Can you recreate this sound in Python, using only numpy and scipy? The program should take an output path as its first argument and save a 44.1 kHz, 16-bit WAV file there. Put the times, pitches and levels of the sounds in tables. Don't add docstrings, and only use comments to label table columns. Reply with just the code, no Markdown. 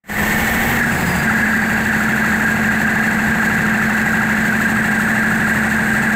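import sys
import numpy as np
from scipy import signal
from scipy.fft import rfft, irfft, next_fast_len
from scipy.io import wavfile
from scipy.ndimage import uniform_filter1d, minimum_filter1d

SR = 44100
rng = np.random.default_rng(int(sys.argv[2]) if len(sys.argv) > 2 else 0)


def bounce(signal):
    frames = np.transpose(np.atleast_2d(signal))
    limited = np.clip(frames, -1, 1)
    pcm = np.round(limited * 32767).astype(np.int16)
    wavfile.write(sys.argv[1], SR, pcm)


N = 271565
STEADY_FUEL = .25
BOOM_ORDER = 17


def exhaust_note(cycle, fuel):
    # (order [multiple of the cycle rate], relative level [dB])
    harmonics = [(2, -31), (3, -20.5), (4, -27), (6, -26), (9, -13), (10, -11), (11, -13), (12, -17.5),
                 (13, -11), (14, -7.5), (15, -24.5), (16, -14), (17, -2), (18, -8.5), (19, -49),
                 (20, -14.5), (21, -18.5), (22, -32), (23, -21), (24, -16), (25, -30), (29, -11.5),
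                 (37, -16.5), (48, -18), (74, -20), (88, -17.5)]
    boom = [line for line in harmonics if abs(line[0] - BOOM_ORDER) <= 2]
    throb = [line for line in harmonics if line not in boom]
    return (fuel_gain(fuel, (-25.5, -28.5, -28.5)) * pipe_drone(cycle, throb)
            + fuel_gain(fuel, (-30, -21, -24)) * pipe_drone(cycle, boom))


def coasting_note(cycle, fuel):
    # (order [multiple of the cycle rate], relative level [dB])
    harmonics = [(6, 11), (10, -8), (14, 5), (24, -12)]
    return fuel_gain(fuel, (-25, -60, -62)) * pipe_drone(cycle, harmonics)


def pipe_drone(cycle, harmonics, lag_cycles=.39, smear_turns=.22):
    angle = np.linspace(0, 1, 4096)
    order, db = np.hsplit(np.array(harmonics), 2)
    turns = order * (angle - lag_cycles) + smear_turns * (order - BOOM_ORDER) ** 2
    one_cycle = np.sum(from_db(db) * np.sin(2 * np.pi * turns), axis=0)
    return np.interp(cycle % 1, angle, rms_one(one_cycle))


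def stack_howl(cycle, fuel, saturation=.44):
    # (pitch ratio [1], bandwidth [Hz], relative level [dB])
    modes = [(.925, 120, -12.5), (1, 44.7, -7.5), (1.1, 130, -9), (1.215, 140, -11.5)]
    # (phase [cycles], spread [cycles], pitch ratio [1], bandwidth [Hz], relative level [dB])
    pulses = [(.17, 0.024, 1.03, 70.4, 2), (.27, 0.075, .995, 61.3, 1.5), (.53, 0.028, 0.87, 111.2, 2),
              (0.658, 0.029, 1.03, 101, 2), (.77, 0.1, 1.07, 115, -2), (.85, 0.048, 1.18, 129, -2.5),
              (.07, 0.046, 0.99, 150, -3.5)]
    pitch_hz = by_fuel(fuel, (1697, 1609, 1810))
    sound = sum(from_db(db) * resonance(ratio * pitch_hz, width).real for ratio, width, db in modes)
    for phase, spread, ratio, width, db in pulses:
        swing = resonance(ratio * pitch_hz, width)
        saturated = swing.real / (np.abs(swing) + 1e-9) ** saturation
        sound += from_db(db) * cycle_swell(cycle, phase, spread) * saturated
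    part_fuel_db = 4.5 * bell(fuel, centre=.61, spread=.2)
    return fuel_gain(fuel, (-25.5, -19, -21.5)) * from_db(part_fuel_db) * rms_one(sound)


def valve_clatter(cycle, fuel, count=420, scatter_db=2.5, noise_db=-1.5):
    # (frequency [Hz], relative spectral level [dB])
    spectrum = [(260, -3), (330, -2.5), (400, -3), (470, -2), (600, -4.5), (770, 2.5), (1020, -2.5),
                (1300, -3), (1500, 1.5), (2150, -1), (2450, -7.5), (2700, -7), (3000, -16.5), (4500, -24.5)]
    angle, size = rng.random(count), rng.standard_normal(count)
    strikes = np.arange(-1, int(cycle[-1]) + 1)[:, None] + angle
    force = size * from_db(scatter_db * rng.standard_normal(strikes.shape))
    heard = (strikes > cycle[0]) & (strikes < cycle[-1])
    clicks = np.bincount(np.searchsorted(cycle, strikes[heard]), force[heard], N)
    rattle = rms_one(clicks) + from_db(noise_db) * rng.standard_normal(N)
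    rattle *= 1 + .33 * cycle_swell(cycle, phase=.93, spread=.054)
    return fuel_gain(fuel, (-22, -23.5, -22)) * coloured(rattle, spectrum)


def block_knocks(cycle, fuel, crouch, closer_db=2):
    # (phase [cycles], spread [cycles], frequency [Hz], bandwidth [Hz], relative level [dB])
    knocks = [(0.06, 0.041, 2633, 100, -13), (.08, 0.047, 746.5, 53, -7.5), (0.38, 0.051, 741.7, 83, -8),
              (0.67, 0.041, 830, 130, 0.5), (.64, 0.069, 2690, 220, -6), (.59, 0.028, 7500, 1900, -12),
              (0.03, 0.051, 7500, 2700, -15)]
    ringing = sum(from_db(db) * cycle_swell(cycle, phase, spread) * noise_band(hz, width)
                  for phase, spread, hz, width, db in knocks)
    return fuel_gain(fuel, (-26, -26.5, -29)) * from_db(closer_db * crouch) * ringing


def exhaust_rumble(cycle, fuel):
    # (frequency [Hz], relative spectral level [dB])
    spectrum = [(15, -8), (50, -10), (70, -0.5), (110, -1.5), (150, 7), (215, 6), (260, -3.5), (400, -11.5),
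                (800, -35)]
    rumble = turbulence(cycle, spectrum, swell=.36, flutter_db=1.5, surge_db=1)
    return fuel_gain(fuel, (-24.5, -28.5, -27.5)) * rumble


def exhaust_jet(cycle, fuel, boost, boost_share=.22):
    # (frequency [Hz], relative spectral level [dB])
    spectrum = [(20, 13), (40, 13.5), (90, 13.5), (130, 5), (330, 0.5), (500, 7), (620, -1), (790, 13),
                (950, 1.5), (2300, -2.5), (3200, -2.5), (4200, -20), (6000, -13.5), (9300, -23),
                (13600, -4.5), (15500, -9)]
    extra_fuel = np.maximum(fuel - STEADY_FUEL, 0) / (1 - STEADY_FUEL)
    flow = (1 - boost_share) * extra_fuel ** 2 + boost_share * boost
    return from_db(-22.5) * flow * turbulence(cycle, spectrum, swell=.071, flutter_db=1.5, surge_db=1)


def intake_hiss(cycle, fuel, crouch, shadow_db=-14):
    # (frequency [Hz], relative spectral level [dB])
    spectrum = [(2000, -7.5), (3200, -5.5), (4300, -2), (5150, -12), (5900, -9.5), (6550, -1.5), (7100, -1),
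                (7750, 2.5), (8300, -3.5), (9000, -13), (10500, -9.5), (12700, -6), (15500, -7.5)]
    hiss = turbulence(cycle, spectrum, swell=.29, flutter_db=1.2, surge_db=.74)
    mesh = from_db(-41.5 + shadow_db * crouch) * noise_band(hz=8180, width_hz=650)
    return fuel_gain(fuel, (-32.5, -35.5, -30.5)) * hiss + mesh


def turbo_rotor(peak_s=.85, climb_hz_per_s=430, settled_hz=4060):
    # (shaft rate shed [Hz], time constant [s])
    rundown = [(400, .15), (940, 1.35)]
    since_peak = np.arange(N) / SR - peak_s
    extra_hz = sum(hz * np.exp(-np.maximum(since_peak, 0) / lag) for hz, lag in rundown)
    extra_hz += climb_hz_per_s * np.minimum(since_peak, 0)
    return settled_hz + extra_hz, extra_hz / extra_hz.max()


def turbo_whistle(fuel, shaft_hz, boost, duct_hz=4876, duct_spread_hz=76, duct_db=11):
    # (order [1], bandwidth [Hz], base levels on no, steady and full fuel [dB])
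    partials = [(1, 50, -51, -48, -54), (2, 400, -45, -59, -62), (3, 500, -40.5, -49, -58)]
    sound = 0
    for order, width, *levels_db in partials:
        hz = order * shaft_hz
        duct_gain = from_db(duct_db * bell(hz, duct_hz, duct_spread_hz))
        sound += fuel_gain(fuel, levels_db) * duct_gain * noise_band(hz, width)
    return boost ** .18 * sound


def fan_hum(cycle, passes_per_cycle=5.92):
    return from_db(-37.5) * rms_one(np.sin(2 * np.pi * passes_per_cycle * cycle))


def turbulence(cycle, spectrum, swell, flutter_db, surge_db):
    pulsation = 1 + swell * cycle_swell(cycle, phase=.7, spread=.2)
    unsteadiness = from_db(flutter_db * drift(rate_hz=41) + surge_db * drift(rate_hz=10.6))
    return coloured(pulsation * unsteadiness * rng.standard_normal(N), spectrum)


def resonance(hz, width_hz):
    pole = np.exp(-np.pi * width_hz / SR)
    forcing = rng.standard_normal((2, N))
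    real, imaginary = rms_one(signal.lfilter([1], [1, -2 * pole, pole * pole], forcing))
    turns = np.cumsum(np.full(N, hz)) / SR
    return (real + 1j * imaginary) * np.exp(2j * np.pi * turns) / np.sqrt(2)


def noise_band(hz, width_hz):
    return rms_one(resonance(hz, width_hz).real)


def coloured(x, spectrum):
    size = next_fast_len(N)
    hz, db = np.transpose(spectrum)
    bins = np.maximum(np.arange(size // 2 + 1) * SR / size, 1)
    gain = from_db(np.interp(np.log(bins), np.log(hz), db))
    skirts = np.minimum(bins / hz[0], 1) ** 2 * np.minimum(hz[-1] / bins, 1) ** 2
    return rms_one(irfft(rfft(x, size) * gain * skirts, size)[:N])


def drift(rate_hz, step=40, settle=2000):
    pole = np.exp(-2 * np.pi * step * rate_hz / SR)
    noise = rng.standard_normal(N // step + settle + 2)
    slow = signal.lfilter([1], [1, -2 * pole, pole * pole], noise)[settle:]
    return np.interp(np.arange(N) / step, np.arange(len(slow)), rms_one(slow))


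def cycle_swell(cycle, phase, spread):
    return bell((cycle - phase + .5) % 1 - .5, 0, spread)


def bell(x, centre, spread):
    return np.exp(-.5 * ((x - centre) / spread) ** 2)


def by_fuel(fuel, values):
    return np.interp(fuel, [0, STEADY_FUEL, 1], values)


def fuel_gain(fuel, levels_db):
    return from_db(by_fuel(fuel, levels_db))


def in_time(curve):
    return np.interp(np.arange(N) / SR, *np.transpose(curve))


def from_db(db):
    return 10 ** (np.asarray(db) / 20)


def rms_one(x):
    return x / np.sqrt(np.mean(np.abs(x) ** 2) + 1e-20)


def scene():
    # (time [s], four-stroke cycle rate [Hz])
    speed_curve = [(0, 11.7), (.2, 12.1), (.4, 12.75), (.6, 13.3), (.75, 13.6), (.9, 13.25), (1.05, 12.92),
                   (1.3, 12.79), (2, 12.7), (6.16, 12.7)]
    # (time [s], fuel [0-1])
    fuel_curve = [(0, 0.94), (.745, 1), (.87, 0.28), (.94, .04), (1.19, 0), (1.26, .26), (1.43, .42),
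                  (1.7, 0.2), (2.3, 0.23), (6.16, 0.26)]
    # (time [s], crouch [0-1])
    crouch_curve = [(0, 0), (.7, 0), (1.9, 0.8), (4.1, 1), (4.8, 0.09), (6.16, 0.02)]
    fuel, crouch = in_time(fuel_curve), in_time(crouch_curve)
    cycle = .84 + np.cumsum(in_time(speed_curve)) / SR
    shaft_hz, boost = turbo_rotor()
    drone = exhaust_note(cycle, fuel) + coasting_note(cycle, fuel) + exhaust_rumble(cycle, fuel)
    impacts = valve_clatter(cycle, fuel) + block_knocks(cycle, fuel, crouch)
    stack = stack_howl(cycle, fuel) + exhaust_jet(cycle, fuel, boost)
    air = intake_hiss(cycle, fuel, crouch) + turbo_whistle(fuel, shaft_hz, boost) + fan_hum(cycle)
    return (drone + impacts + stack + air)[None]


def record(dry, drive_db=.27, ceiling=.45, cutoff_hz=15550):
    # (time [s], relative level [dB])
    fade = [(.034, -77), (.04, -35.5), (.08, -26), (.098, -7.5), (.165, -5), (.185, 0)]
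    faded = dry * from_db(in_time(fade) + drive_db)
    allowed_gain = np.minimum(1, ceiling / (np.abs(faded) + 1e-9))
    gain = uniform_filter1d(minimum_filter1d(allowed_gain, size=200), size=200)
    low_pass = signal.ellip(12, .1, 90, cutoff_hz, fs=SR, output="sos")
    return signal.sosfilt(low_pass, faded * gain)


dry = scene()
out = record(dry)
bounce(out)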